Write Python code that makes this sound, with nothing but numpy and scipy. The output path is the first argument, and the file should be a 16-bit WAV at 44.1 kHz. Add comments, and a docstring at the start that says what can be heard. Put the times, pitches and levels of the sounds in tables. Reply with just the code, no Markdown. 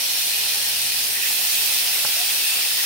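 """A dense sizzle, close up: marinated meat frying on an electric grill plate, on a phone's two microphones
in a kitchen. Thousands of tiny steam bubbles burst each second and fat spits now and then. A second
strip is laid down, hisses brightly as its marinade flashes to steam, and traps steam in the grooves.
A soft knock on the grill and a short squeak follow; mains hum and low room tone lie behind it all."""
import sys
import numpy as np
from scipy import signal
from scipy.fft import rfft, irfft
from scipy.io import wavfile
from scipy.ndimage import uniform_filter1d

SR = 44100
rng = np.random.default_rng(int(sys.argv[2]) if len(sys.argv) > 2 else 0)


def master_out(mix):
    """Clip the mix to full scale and print it as 16-bit PCM to the path in sys.argv[1]."""
    frames = np.transpose(np.atleast_2d(mix))
    ceiling = np.clip(frames, -1, 1)
    pcm = np.round(ceiling * 32767).astype(np.int16)
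    wavfile.write(sys.argv[1], SR, pcm)


N = 125685

# bubbles bursting under the first strip: frequency_hz, relative_db
FIRST_SPECTRUM = [(150, -26), (400, -19.5), (600, -20), (780, -12), (1100, -19), (1500, -13.5),
                  (1900, -7.5), (2200, -8), (2500, -3), (3400, -2), (4300, -1.5), (5500, -1.9),
                  (6600, -8.5), (8000, -8), (8900, -3), (10000, -4), (10900, -6.5), (12200, -4),
                  (15000, -6.5)]
# level of the first strip: time_s, level_db
FIRST_LEVEL = [(0, -21.5), (.35, -20.5), (.75, -21), (1.0, -20.5), (1.16, -21), (1.35, -21), (1.7, -21.5),
               (2.3, -21.5), (2.85, -22)]
# wet marinade flashing to steam at first touch: frequency_hz, relative_db
FLASH_SPECTRUM = [(1000, -19.5), (3000, -15), (5500, -8), (7000, -0.5), (8800, -2.5), (11000, -3),
                  (15000, 3.5)]
# the second strip once it lies flat: frequency_hz, relative_db
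SECOND_SPECTRUM = [(200, -32), (600, -15), (1100, -15), (1500, -9), (2200, -5), (3400, 2), (4300, -1),
                   (5400, 1.5), (6800, -9), (9000, -4), (11000, -5.5), (15000, -1.5)]
# snap of spitting fat: frequency_hz, relative_db
SNAP_SPECTRUM = [(300, -35), (1200, -22), (2500, -4), (4500, 0), (7000, -7), (9500, -4), (15000, -4)]
# loudest spits of fat: start_s, peak_db (ahead of the pan), left_minus_right_db
LOUD_SPITS = [(.437, -12, -4), (0.452, -10, -3), (.818, -5, 3), (0.826, -8.5, 2), (1.261, -11, 2),
              (1.447, -9, 1), (1.507, -11, -4), (1.780, -7, -4), (2.201, -11, 0), (2.332, -11, -3)]
# gaps under the first strip: pitch_hz, nominal_width_hz, relative_db
FIRST_POCKETS = [(2488, 62, -2), (2997, 180, -6), (4226, 220, -3), (5450, 180, -6.5), (5770, 120, -3)]
# steam pockets between the second strip and the grooves: pitch_hz, nominal_width_hz, relative_db
SECOND_POCKETS = [(2612, 134, 1), (3330, 180, -10), (4550, 290, -9), (5330, 190, -16), (8600, 250, -6)]
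# level of those steam pockets: time_s, level_db
SECOND_POCKET_LEVEL = [(0, -69), (1.4, -34), (1.65, -31.5), (1.9, -34), (2.08, -38), (2.22, -34.5),
                       (2.55, -28.5), (2.85, -39)]
# hollow ring while the tongs are near the plate: pitch_hz, nominal_width_hz, relative_db
HOLLOW_MODES = [(1930, 260, 0), (2530, 350, -7)]
# swells of that ring: centre_s, half_length_s, level_db
HOLLOW_SWELLS = [(1.262, .1, -35.5), (2.798, 0.027, -34)]
# damped modes of the grill: pitch_hz, relative_db, t60_s
GRILL_MODES = [(160, -17, .06), (583, -1, 0.026), (850, -2, 0.028), (1050, 0.5, 0.025), (1380, -5, 0.027),
               (1600, -1, .025)]
# squeaks, probably steam forced out under the meat: start_s, length_s, start_hz, end_hz, level_db
SQUEAKS = [(2.162, 0.0178, 660, 670, -40), (2.179, 0.058, 690, 755, -36.5)]
# mains hum in the kitchen: pitch_hz, base_level_db
HUM_TONES = [(60, -63), (120, -59.5), (240, -65.5), (258.4, -69)]
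# slow rise and fall of the hum: time_s, gain_db
HUM_GAIN = [(0, -1), (.5, 0), (.8, 3.5), (1.25, 2), (1.6, -0.5), (2.4, -3), (2.85, -1)]
# kitchen room tone: frequency_hz, relative_db
ROOM_SPECTRUM = [(25, -26), (60, -6), (100, -5), (190, -6.5), (300, -11), (420, 3), (720, 3.5),
                 (1100, -3.5), (3000, -23)]
# colour of the phone's two microphone ports: frequency_hz, left_minus_right_db
PORT_BALANCE = [(200, -1.3), (2400, -0.8), (3400, -0.0), (5400, -3), (6600, 7.5), (7800, 2.7), (8700, -5),
                (9800, -6), (11000, 3.5), (12500, -0.7), (15000, 2)]
# how alike the sound is at the two ports: frequency_hz, correlation
PORT_LIKENESS = [(100, 0.75), (750, 0.91), (1250, 0.37), (1900, 0.44), (2600, 0.23), (3100, 0.033),
                 (15000, .01)]


def first_strip(shade_s=1.19, shade_half_s=.09, shade_db=-4):
    """Steady frying, its upper middle shaded as the second strip passes between it and the phone."""
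    fry = sizzle(FIRST_SPECTRUM) * curve(FIRST_LEVEL)
    shade = (1 - undb(shade_db)) * swell(shade_s, shade_half_s)
    return fry - shade * resonate(fry, hz=4360, width_hz=2000)


def marinade_flash(touch_s=1.21, attack_s=.018, hold_s=.35, decay_s=.41, level_db=-23.5):
    """The second strip touches the plate and its wet marinade flashes to steam: a bright hiss, right."""
    age = times() - touch_s
    attack = np.clip(age / attack_s, 0, 1)
    decay = np.exp(-np.maximum(age - hold_s, 0) / decay_s)
    return sizzle(FLASH_SPECTRUM) * attack * decay * undb(level_db) * pan(-7.5)


def second_strip(laid_s=1.324, settle_s=.25, level_db=-23, fade_db_per_s=.16):
    """A fuller sizzle builds as the second strip settles flat on the plate."""
    age = times() - laid_s
    contact = np.clip(age / settle_s, 0, 1)
    return sizzle(SECOND_SPECTRUM) * contact * undb(level_db - fade_db_per_s * age)


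def sizzle(spectrum):
    """Steam bubbles burst so densely that they merge into a hiss."""
    return unit(colour(bursts(per_s=16000, spread_db=2.5), spectrum))


def bursts(per_s, spread_db):
    """Random one-sample bursts, many small and a few large, as heard at both ports."""
    happens = rng.random((2, N)) < per_s / SR
    size = undb(spread_db * np.minimum(rng.exponential(size=(2, N)), 5))
    polarity = rng.choice([-1, 1], (2, N))
    return at_ports(happens * size * polarity)


def flurries(frying, bands=36, sputter_db=1.3, sputter_per_s=40):
    """Bubbles of each size, and so of each pitch, come in their own flurries."""
    spectrum, out = rfft(frying), 0
    band_position = over_hz([(1200, 0), (16000, bands - 1)])
    for k in range(bands):
        band = irfft(spectrum * np.maximum(1 - np.abs(band_position - k), 0), N)
        out += band * unit(undb(sputter_db * wander(sputter_per_s)))
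    return out


def fat_spits(decay_s=.00014, crackle_db=-34):
    """Fat snaps sharply near the microphones: a few loud spits over a light random crackle."""
    out = unit(colour(bursts(per_s=260, spread_db=2.5), SNAP_SPECTRUM)) * undb(crackle_db)
    snap = colour(signal.unit_impulse(N), SNAP_SPECTRUM)[:SR // 100]
    age = times()[:len(snap)]
    for start_s, peak_db, pan_db in LOUD_SPITS:
        spray = rng.standard_normal((2, len(age))) * np.exp(-age / decay_s)
        spit = signal.lfilter(snap, 1, spray)
        start = int(start_s * SR)
        out[:, start:start + len(age)] += spit / np.abs(spit).max() * undb(peak_db) * pan(pan_db)
    return out


def steam_pockets(first_db=-29.5, first_fade_db_per_s=4):
    """Bursting bubbles ring the gaps under both strips and the hollow near the tongs."""
    drive = bursts(per_s=2500, spread_db=2)
    first = ring(drive, FIRST_POCKETS, flutter_db=1.8) * undb(first_db - first_fade_db_per_s * times())
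    second = ring(drive, SECOND_POCKETS, flutter_db=1) * curve(SECOND_POCKET_LEVEL)
    tongs_near = sum(undb(db) * swell(centre_s, half_s) for centre_s, half_s, db in HOLLOW_SWELLS)
    hollow = ring(drive, HOLLOW_MODES, flutter_db=4) * tongs_near
    return first + second + hollow


def ring(drive, modes, flutter_db, flutter_per_s=32):
    """Bursts ring a set of resonances, each swelling and fading on its own."""
    out = 0
    for hz, width_hz, db in modes:
        stage_hz = 1.35 * width_hz  # two stages in series narrow the peak, so each is set wider
        ringing = resonate(resonate(drive, hz, stage_hz), hz, stage_hz)
        out += ringing * undb(db + flutter_db * wander(flutter_per_s))
    return unit(out)


def grill_knock(start_s=2.0465, contact_s=.0035, peak_db=-22, scuff_decay_s=.006, scuff_db=-9):
    """A soft, scuffing contact rings the damped modes of the grill."""
    age = np.maximum(times() - start_s, 0)
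    body = sum(undb(db) * sine(hz, age) * undb(-60 * age / t60_s) for hz, db, t60_s in GRILL_MODES)
    scuff = rng.standard_normal(N)
    for _ in range(2):
        scuff = resonate(scuff, hz=850, width_hz=900)
    scuff *= np.exp(-age / scuff_decay_s)
    push = np.minimum(age / contact_s, 1) ** 2
    knock = unit(body * push) + undb(scuff_db) * unit(scuff * push)
    return knock / np.abs(knock).max() * undb(peak_db)


def squeaks(waver=.036, roughness=.31, release_share=.27):
    """Thin, rough tones rise, swell and stop: probably steam forced out under the meat."""
    out = np.zeros(N)
    for start_s, length_s, start_hz, end_hz, db in SQUEAKS:
        progress = np.clip((times() - start_s) / length_s, 0, 1)
        hz = (start_hz + (end_hz - start_hz) * progress) * (1 + waver * wander(250))
        tone = np.sqrt(2) * np.sin(2 * np.pi * np.cumsum(hz) / SR)
        envelope = np.sqrt(progress) * np.minimum((1 - progress) / release_share, 1)
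        out += undb(db) * tone * envelope * (1 + roughness * wander(300))
    return out


def mains_hum(waver_db=-.5, waver_per_s=2.84):
    """An appliance hums in the background, each tone wavering slightly."""
    hum = sum(undb(db + waver_db * wander(waver_per_s)) * sine(hz, times()) for hz, db in HUM_TONES)
    return np.sqrt(2) * hum * curve(HUM_GAIN)


def room_tone(level_db=-51.5):
    """Low, steady noise of the kitchen around the phone."""
    air = at_ports(rng.standard_normal((2, N)))
    return unit(colour(air, ROOM_SPECTRUM)) * undb(level_db)


def at_ports(pair):
    """Two unrelated signals become two microphone ports: alike in the bass, unrelated in the treble."""
    likeness = np.clip(over_hz(PORT_LIKENESS), 0, 1)
    mid, side = rfft(pair) * np.sqrt([1 + likeness, 1 - likeness])
    return irfft(np.array([mid + side, mid - side]), N)


def pan(left_minus_right_db):
    return undb(np.array([[1], [-1]]) * left_minus_right_db / 2)


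def undb(db):
    return 10 ** (np.asarray(db) / 20)


def unit(x):
    """Scale to rms 1."""
    return x / np.sqrt(np.mean(x ** 2))


def times():
    return np.arange(N) / SR


def sine(hz, time_s):
    """Sine with a random starting phase."""
    return np.sin(2 * np.pi * (hz * time_s + rng.random()))


def swell(centre_s, half_s):
    """Bell curve: 1 at the centre, 1/e at half_s to either side."""
    return np.exp(-((times() - centre_s) / half_s) ** 2)


def curve(rows):
    """Gain over time from (time_s, level_db) points."""
    return undb(np.interp(times(), *np.array(rows).T))


def wander(per_s):
    """Smooth random wander with rms 1."""
    step = max(int(SR / per_s), 2)
    stairs = np.repeat(rng.standard_normal(N // step + 1), step)
    return unit(uniform_filter1d(stairs, step)[:N])


def over_hz(rows):
    """(frequency_hz, value) points joined on a log-frequency axis."""
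    hz, value = np.array(rows, float).T
    bin_hz = np.arange(N // 2 + 1) * SR / N
    return np.interp(np.log(bin_hz + 1), np.log(hz), value)


def colour(x, rows):
    """Minimum-phase filter that follows (frequency_hz, gain_db) points."""
    cepstrum = irfft(np.log(undb(over_hz(rows))), N)
    cepstrum[1:N // 2] *= 2
    cepstrum[N // 2:] = 0
    return irfft(rfft(x) * np.exp(rfft(cepstrum)), N)


def resonate(x, hz, width_hz):
    """One resonance, gain 1 at its centre."""
    return signal.lfilter(*signal.iirpeak(hz, hz / width_hz, fs=SR), x)


def scene():
    """The grill plate close in front, the kitchen behind."""
    frying = flurries(first_strip() + marinade_flash() + second_strip())
    grill = frying + steam_pockets() + fat_spits() + grill_knock() + squeaks()
    return grill + mains_hum() + room_tone()


def record(dry, low_cut_hz=48, high_cut_hz=15750):
    """Each microphone port has its own colour; the phone cuts the deep bass and the top."""
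    left = colour(dry[0], [(hz, db / 2) for hz, db in PORT_BALANCE])
    right = colour(dry[1], [(hz, -db / 2) for hz, db in PORT_BALANCE])
    low_cut = signal.butter(2, low_cut_hz, "high", fs=SR, output="sos")
    high_cut = signal.ellip(12, .1, 80, high_cut_hz, fs=SR, output="sos")
    return signal.sosfilt(high_cut, signal.sosfilt(low_cut, np.array([left, right])))


dry = scene()
out = record(dry)
master_out(out)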